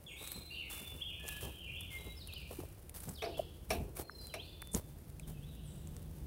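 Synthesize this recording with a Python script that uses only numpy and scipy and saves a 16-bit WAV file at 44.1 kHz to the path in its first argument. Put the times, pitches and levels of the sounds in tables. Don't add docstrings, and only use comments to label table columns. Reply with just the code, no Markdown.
import sys
import numpy as np
from scipy import signal
from scipy.fft import rfft, irfft
from scipy.io import wavfile
from scipy.ndimage import uniform_filter1d

SR = 44100
rng = np.random.default_rng(int(sys.argv[2]) if len(sys.argv) > 2 else 0)


def transcribe(u):
    v = np.clip(np.atleast_2d(u).T, -1, 1)
    q = np.round(v * 32767).astype(np.int16)
    wavfile.write(sys.argv[1], SR, q)


N = 276198
TIME = np.arange(N) / SR


def undb(db):
    return 10 ** (np.asarray(db) / 20)


def unit(x):
    return x / np.sqrt(np.mean(x ** 2) + 1e-20)


def envelope(rows):
    return undb(np.interp(TIME, *np.transpose(rows)))


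def add(out, start_s, x):
    i = max(int(start_s * SR), 0)
    out[i:i + len(x)] += x[:max(N - i, 0)]


def colour(x, points):
    hz, db = np.transpose(points)
    log_hz = np.log(np.fft.rfftfreq(len(x), 1 / SR) + 1)
    low_cut = np.minimum(np.exp(log_hz) / hz[0], 1) ** 2
    gain = low_cut * undb(np.interp(log_hz, np.log(hz), db))
    return unit(irfft(rfft(x) * gain, len(x)))


def resonance(x, hz, width_hz):
    b, a = signal.iirpeak(hz, hz / width_hz, SR)
    once = signal.lfilter(b, a, x)
    return unit(signal.lfilter(b, a, once))


def decay(t, t60):
    return np.exp(-np.log(1000) * t / t60)


def wander(rate):
    knots = rng.standard_normal(4096)
    return unit(np.interp(TIME * rate, np.arange(len(knots)), knots))


def grains(rate, spread_db):
    size = undb(spread_db * np.minimum(rng.exponential(size=N), 4.5))
    return (rng.random(N) < rate / SR) * size * rng.choice([-1, 1], N)


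def presses(rows, rise):
    power = np.zeros(N)
    for start_s, length_s, level_db in rows:
        u = np.arange(int(2 * length_s * SR)) / (length_s * SR)
        shape = np.sqrt(np.minimum(u / rise, 1)) * np.exp(-u ** 2 - u ** 4)
        add(power, start_s, 2 * (undb(level_db) * shape) ** 2)
    return np.sqrt(power)


# [dB, relative]
AIR_SPECTRUM = [(120, -2), (200, -5.5), (249, -7.5), (327, -2), (407, -6.5), (506, -7.5), (1170, -20.5),
                (4410, -28), (7480, -32), (8820, -26), (15500, -26)]


def air():
    hiss = colour(rng.standard_normal(N), AIR_SPECTRUM)
    return hiss * undb(-61.5 + 0.043 * wander(2.3))


# [dB, relative]
RUMBLE_SPECTRUM = [(20, -52), (35, -7), (55, -1), (80, 2.5), (105, -9.5), (160, -8), (250, -25),
                   (500, -29.5), (1200, -48)]
# [dB, before the 1 dB lift below]
RUMBLE_SWELLS = [(0.0, -59.5), (1.5, -51.5), (1.6, -58.5), (1.66, -51.5), (2.63, -51.5), (2.82, -56.5),
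                 (3.1, -51), (3.12, -53.5), (3.77, -52.5), (3.8, -43.5), (4.08, -62), (4.48, -54.5),
                 (6.21, -48.5), (6.26, -44)]


def rumble():
    noise = colour(rng.standard_normal(N), RUMBLE_SPECTRUM)
    running_rms = np.sqrt(uniform_filter1d(noise ** 2, size=4000))
    return noise / running_rms * envelope(RUMBLE_SWELLS) * undb(1)


DRONE_FROM_S, DRONE_FADE_S, DRONE_DB = 4.55, 0.74, -53


def drone():
    pitch_hz = 149 * (1 + 0.028 * wander(15))
    hum = np.sin(2 * np.pi * np.cumsum(pitch_hz) / SR)
    breath = resonance(rng.standard_normal(N), hz=167.5, width_hz=133)
    fade = np.clip((TIME - DRONE_FROM_S) / DRONE_FADE_S, 0, 1)
    return undb(DRONE_DB) * unit(hum + undb(-6.5) * breath) * fade


def forest(x, t60):
    t = TIME[:2 * SR]
    echoes = rng.standard_normal(len(t)) * (1 - np.exp(-t / 0.0012)) * decay(t, t60)
    return signal.fftconvolve(x, echoes / np.sqrt(np.sum(echoes ** 2)))[:N]


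GLIDE_POWER = 1.25


def glide(turn_hz, far_hz, length_s):
    progress = np.linspace(0, 1, int(length_s * SR)) ** GLIDE_POWER
    return turn_hz + (far_hz - turn_hz) * progress


def slur(start_hz, glide_in_s, turn_hz, glide_out_s, end_hz):
    approach = glide(turn_hz, start_hz, glide_in_s)[::-1]
    return np.concatenate([approach, glide(turn_hz, end_hz, glide_out_s)])


def hold(start_hz, length_s, end_hz):
    return np.linspace(start_hz, end_hz, int(length_s * SR))


NOTE_ARCH_DB, NOTE_EDGE_S = 4, 0.001


def bird(notes, gesture, waver, flutter_db, direct_db, echo_db, t60):
    song, drift = np.zeros(N), 1 + waver * wander(200)
    for start_s, level_db, swell_db, *course in notes:
        pitch_hz = gesture(*course)
        t, along = TIME[:len(pitch_hz)], np.linspace(-1, 1, len(pitch_hz))
        edges = np.clip(np.minimum(t, t[-1] - t) / NOTE_EDGE_S, 0, 1)
        loudness = edges * undb(level_db + swell_db * along / 2 - NOTE_ARCH_DB * along ** 2)
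        drifting_hz = pitch_hz * np.interp(start_s + t, TIME, drift)
        phase = 2 * np.pi * np.cumsum(drifting_hz) / SR
        add(song, start_s, np.sqrt(2) * loudness * np.sin(phase))
    flutter = unit(undb(flutter_db * wander(90)))
    return undb(direct_db) * flutter * song + undb(echo_db) * forest(song, t60)


# start_s [s], level_db [dB], swell_db [dB], start_hz [Hz], glide_in_s [s],
# turn_hz [Hz], glide_out_s [s], end_hz [Hz]
WHISTLER_NOTES = [(.064, -47, -2, 3630, 0.05, 2200, 0.013, 2320),
                  (.165, -53.5, -18, 3593, 0.067, 4174, 0.03, 4070),
                  (.49, -46, 2, 2404, 0.069, 3060, 0.0069, 3030),
                  (.555, -49, -20, 3000, .1, 2106, 0.02, 2070),
                  (.985, -44.5, 1.5, 2700, .055, 3403, 0.087, 2387),
                  (1.22, -48.5, -3, 2564, 0.028, 2490, 0.058, 3830),
                  (1.33, -54.5, -11, 2940, 0.02, 3140, 0.06, 2450),
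                  (1.4, -53, 6, 2500, .02, 3200, 0.018, 3160), (1.54, -50, 3, 3050, .04, 3096, .11, 2290),
                  (1.69, -48, -13.5, 2390, 0.087, 3453, 0.059, 3320)]


def whistler():
    return bird(WHISTLER_NOTES, slur, waver=.025, flutter_db=10, direct_db=-6.5, echo_db=0.0, t60=1.15)


# start_s [s], level_db [dB], swell_db [dB], start_hz [Hz], length_s [s], end_hz [Hz]
LOW_NOTES = [(1.19, -57.5, 3, 1724, .19, 1692), (1.9, -50.5, 6, 2155, .06, 2090)]


def low_whistles():
    return bird(LOW_NOTES, hold, waver=0.0069, flutter_db=-3, direct_db=-16, echo_db=1, t60=0.6)


# start_s [s], level_db [dB], swell_db [dB], start_hz [Hz], glide_in_s [s],
# turn_hz [Hz], glide_out_s [s], end_hz [Hz]
FAR_NOTES = [(5.21, -64.5, 1, 4050, 0.04, 3020, 0.011, 2900), (5.28, -71, 10, 2970, 0.1, 2560, 0.051, 3040),
             (5.42, -64.5, 7, 3010, 0.068, 3980, 0.033, 3180),
             (5.52, -69, -2, 3204, 0.032, 2750, 0.15, 3700)]


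def far_swooper():
    return bird(FAR_NOTES, slur, waver=0.01, flutter_db=5, direct_db=-3.5, echo_db=0.0, t60=2.7)


# start_s [s], level_db [dB], swell_db [dB], start_hz [Hz], length_s [s], end_hz [Hz]
THIN_NOTES = [(5.63, -59.5, 0, 9330, .08, 7920)]


def thin_call():
    return bird(THIN_NOTES, hold, waver=.05, flutter_db=2, direct_db=-8.5, echo_db=-2.5, t60=1.0)


# start_s [s], level_db [dB], swell_db [dB], start_hz [Hz], length_s [s], end_hz [Hz]
HIGH_NOTES = [(.065, -66, -4, 6900, 0.087, 6740), (.075, -63, 3, 8500, .09, 8400),
              (.18, -58.5, -5, 8070, 0.22, 8050)]


def high_singer():
    return bird(HIGH_NOTES, hold, waver=.012, flutter_db=4, direct_db=-7, echo_db=-4, t60=0.55)


# start_s [s], level_db [dB], swell_db [dB], start_hz [Hz], glide_in_s [s],
# turn_hz [Hz], glide_out_s [s], end_hz [Hz]
SWOOPER_NOTES = [(.5, -54, 16, 3900, 0.018, 4600, 0.034, 3370),
                 (2.14, -60.5, 31, 3900, 0.032, 5220, 0.055, 3650),
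                 (2.27, -52.5, 7.5, 3400, 0.039, 2434, 0.04, 5090),
                 (2.36, -51.5, -7, 3120, 0.06, 2300, 0.009, 2350),
                 (3.142, -57, 10, 4060, 0.0074, 5330, 0.017, 3760),
                 (3.172, -53, 0, 3920, .028, 2916, 0.061, 5270),
                 (3.305, -57.5, 6, 3050, 0.028, 2674, 0.016, 2950),
                 (3.345, -54, -1, 3000, .016, 3464, .036, 2850),
                 (4.11, -69.5, -5, 5400, 0.027, 5070, 0.027, 5650),
                 (4.19, -60, 2, 5400, 0.021, 4800, 0.024, 4730),
                 (4.29, -62.5, -3, 3500, 0.042, 2540, 0.0082, 2530),
                 (4.355, -54, -6, 2500, 0.0055, 2433, 0.098, 4940)]


def swooper():
    return bird(SWOOPER_NOTES, slur, waver=.012, flutter_db=5.0, direct_db=0.5, echo_db=-1.5, t60=0.9)


# start_s [s], level_db [dB], swell_db [dB], start_hz [Hz], length_s [s], end_hz [Hz]
TWO_TONE_NOTES = [(.3, -58, 0, 4140, 0.2, 4050), (.7, -58.5, -7, 3490, .12, 3490),
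                  (.85, -54, -3, 3513, 0.092, 3470), (1.98, -60.5, -6, 3885, 0.135, 3884),
                  (4.01, -62, 6, 4268, .32, 4004), (4.41, -65.5, 3, 3490, 0.33, 3537)]


def two_tone():
    return bird(TWO_TONE_NOTES, hold, waver=0.0044, flutter_db=3.0, direct_db=-1.5, echo_db=1.3, t60=0.62)


def birds():
    first_three = whistler() + low_whistles() + far_swooper()
    return first_three + thin_call() + high_singer() + swooper() + two_tone()


# start_s [s], level_db [dB], tilt_db [dB per octave about 1500 Hz], ring [factor on t60]
HOUSING_KNOCKS = [(3.221, -37.5, 0, 1.2), (3.237, -47.5, 1, 2.4), (3.26, -46, -4.5, 0.59),
                  (3.704, -30.5, 2.5, 1.22), (3.967, -53, -1, 1.84), (4.339, -38.5, 3, 0.85)]
# [s, before ring]
HOUSING_MODES = [(381, 104, -9, 0.72), (446, 27, -2, 0.17), (668, 48, -1.5, 0.24), (827, 164, -15, 0.36),
                 (1195, 280, -8, 0.086), (1650, 240, -14.5, 0.14), (2260, 240, 0, 0.035),
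                 (2540, 350, -13, 0.24), (3810, 620, -16.5, 0.16), (5620, 440, -15.5, 0.11),
                 (10500, 3400, -15, 0.075)]
MODE_WIDENING = 1.68


def knocks():
    out, t = np.zeros(N), TIME[:16384]
    for start_s, level_db, tilt_db, ring in HOUSING_KNOCKS:
        for mode_hz, width_hz, mode_db, t60 in HOUSING_MODES:
            noise = rng.standard_normal(2 * len(t))
            rattle = resonance(noise, mode_hz, MODE_WIDENING * width_hz)[len(t):]
            shape = (1 - np.exp(-t * mode_hz / 2.1)) * decay(t, t60 * ring)
            gain = undb(level_db + mode_db + tilt_db * np.log2(mode_hz / 1500))
            add(out, start_s, rattle * shape * gain)
    return out


# [dB, envelope peak]
PLOPS = [(2.072, 400, 0.003, -45), (2.592, 333, 0.0042, -34.5), (2.637, 493, 0.0011, -37.5),
         (3.398, 629, 0.0034, -24), (3.82, 143, 0.0093, -44), (4.097, 1420, 0.00069, -32.5),
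         (4.625, 1460, 0.00031, -33.5), (4.753, 186, 0.0038, -26), (4.751, 433, 0.0085, -37),
         (5.199, 2420, 0.0011, -47)]


def plops():
    out = np.zeros(N)
    for centre_s, pitch_hz, half_s, level_db in PLOPS:
        t = TIME - centre_s
        out += undb(level_db) * np.exp(-(t / half_s) ** 2) * np.sin(2 * np.pi * pitch_hz * t)
    return out


# start_s [s], length_s [s], level_db [dB]
GRIP_SCRAPES = [(4.715, 0.016, -58), (4.73, 0.03, -46.5)]


def scrapes():
    return resonance(rng.standard_normal(N), hz=9300, width_hz=3400) * presses(GRIP_SCRAPES, rise=0.12)


# start_s [s], level_db [dB], pitch_hz [Hz], t60 [s]
TWIG_SNAPS = [(.275, -36, 8900, 0.011), (.318, -32.5, 11600, 0.013), (1.28, -36, 7640, 0.014),
              (1.808, -43, 10300, 0.026), (2.273, -45.5, 10300, 0.031), (2.895, -40.5, 10000, 0.013),
              (3.003, -43.5, 9600, 0.032), (3.09, -42, 7700, 0.028), (4.27, -37, 9300, 0.0044),
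              (2.337, -37, 11000, 0.0049), (5.277, -51, 10000, 0.018), (4.619, -37, 10400, 0.014),
              (4.673, -39.5, 10000, 0.005), (4.7479, -21, 7700, 0.005), (5.197, -42, 8500, .008),
              (5.873, -45, 7700, 0.0086), (5.966, -38.5, 8040, 0.0052)]


def snaps():
    out, t = np.zeros(N), TIME[:2048]
    for start_s, level_db, pitch_hz, t60 in TWIG_SNAPS:
        noise = rng.choice([-1., 1.], len(t))
        bright = resonance(noise, pitch_hz, width_hz=4100)
        body = resonance(noise, hz=2440, width_hz=18000)
        crack = unit(bright + undb(-3) * body)
        add(out, start_s, undb(level_db) * crack * decay(t, t60))
    return out


# heel_s [s], heel_thud_db [dB], heel_scuff_db [dB], roll_s [s, heel to sole],
# sole_thud_db [dB], sole_scuff_db [dB], flatten_db [dB, leaves under the sole],
# lead_s [s, crunch before heel], crunch_s [s, length], crunch_db [dB]
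STRIDES = [(.208, -72, -50.5, 0.14, -48.5, -55.5, -55.5, 0.05, 0.26, -55.5),
           (.807, -46, -64, 0.11, -51.5, -61, -67, 0.11, 0.11, -46),
           (1.237, -67, -50, 0.19, -48.5, -49, -51.5, -0.015, 0.17, -51.5),
           (1.996, -72, -53.5, 0.045, -53.5, -57, -73, 0.093, 0.13, -55.5),
           (2.507, -51, -49, 0.077, -50, -53, -62, 0.019, 0.14, -58.5),
           (2.946, -60, -73, 0.12, -44, -53, -58, 0.005, 0.056, -48)]
# start_s [s], length_s [s], leaf_db [dB], thud_db [dB], scuff_db [dB]
RUBS_AND_BRUSHES = [(3.369, 0.063, -57.5, -53.5, -49), (3.689, 0.12, -52.5, -41.5, -69),
                    (3.775, 0.085, -65, -42.5, -65), (3.951, 0.074, -49, -63, -75),
                    (3.986, 0.046, -46, -70, -46), (4.15, 0.31, -63.5, -56.5, -69.5),
                    (4.742, 0.061, -45.5, -44.5, -42.5), (5.27, .07, -57.5, -44.5, -58)]
HEEL_S, SOLE_S = 0.038, 0.084
FLATTEN_LEAD_S, FLATTEN_S = 0.058, 0.13
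SETTLE_DB, SETTLE_S = -10, 0.31


def contacts():
    leaf, thud, scuff = [], [], []
    for (heel_s, heel_thud_db, heel_scuff_db, roll_s, sole_thud_db, sole_scuff_db,
         flatten_db, lead_s, crunch_s, crunch_db) in STRIDES:
        touch_s, sole_s = heel_s - lead_s, heel_s + roll_s
        leaf.append((touch_s, crunch_s, crunch_db))
        leaf.append((touch_s + crunch_s / 2, SETTLE_S, crunch_db + SETTLE_DB))
        leaf.append((sole_s - FLATTEN_LEAD_S, FLATTEN_S, flatten_db))
        thud += [(heel_s, HEEL_S, heel_thud_db), (sole_s, SOLE_S, sole_thud_db)]
        scuff += [(heel_s, HEEL_S, heel_scuff_db), (sole_s, SOLE_S, sole_scuff_db)]
    for start_s, length_s, leaf_db, thud_db, scuff_db in RUBS_AND_BRUSHES:
        leaf.append((start_s, length_s, leaf_db))
        thud.append((start_s, length_s, thud_db))
        scuff.append((start_s, length_s, scuff_db))
    return leaf, thud, scuff


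# [dB, relative]
LEAF_SPECTRUM = [(500, -5.5), (1200, -5), (2500, -11.5), (5000, -10), (7000, -9.5), (9000, -2.5),
                 (12500, -3), (16000, -5)]


def leaves(rows, bunches):
    blades = unit(grains(rate=2900, spread_db=0.5))
    stalks = unit(grains(rate=320, spread_db=6.5))
    crackle = colour(blades + undb(-12.5) * stalks, LEAF_SPECTRUM)
    return crackle * bunches * presses(rows, rise=0.24)


# [dB, relative]
THUD_SPECTRUM = [(25, -20), (55, 11), (90, 2), (160, -1), (260, -3), (500, -57), (1500, -56)]


def thuds(rows):
    return colour(grains(rate=2700, spread_db=1.5), THUD_SPECTRUM) * presses(rows, rise=0.26)


# [dB, relative]
SCUFF_SPECTRUM = [(100, 6), (220, -11.5), (380, 0.5), (650, -6.5), (1000, -11.5), (1800, -29), (5000, -29)]


def scuffs(rows):
    return colour(grains(rate=1200, spread_db=4.5), SCUFF_SPECTRUM) * presses(rows, rise=0.1)


# [dB, before its random modulation]
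RUSTLE_LEVEL = [(0, -65), (.4, -69), (1.4, -65), (2.8, -66), (4.3, -72), (4.9, -68)]


def rustle(bunches):
    crackle = colour(grains(rate=2500, spread_db=4), LEAF_SPECTRUM)
    return crackle * envelope(RUSTLE_LEVEL) * bunches * undb(2 * wander(20))


def footsteps():
    leaf_rows, thud_rows, scuff_rows = contacts()
    bunches = unit(undb(2.8 * wander(170)))
    return leaves(leaf_rows, bunches) + thuds(thud_rows) + scuffs(scuff_rows) + rustle(bunches)


def scene():
    walking = footsteps() + snaps()
    bumps = knocks() + plops() + scrapes()
    singing = birds()
    background = air() + rumble() + drone()
    return (walking + bumps + singing + background)[None]


def record(dry):
    low_pass = signal.ellip(10, .2, 70, 15750, fs=SR, output="sos")
    return signal.sosfilt(low_pass, dry)


dry = scene()
out = record(dry)
transcribe(out)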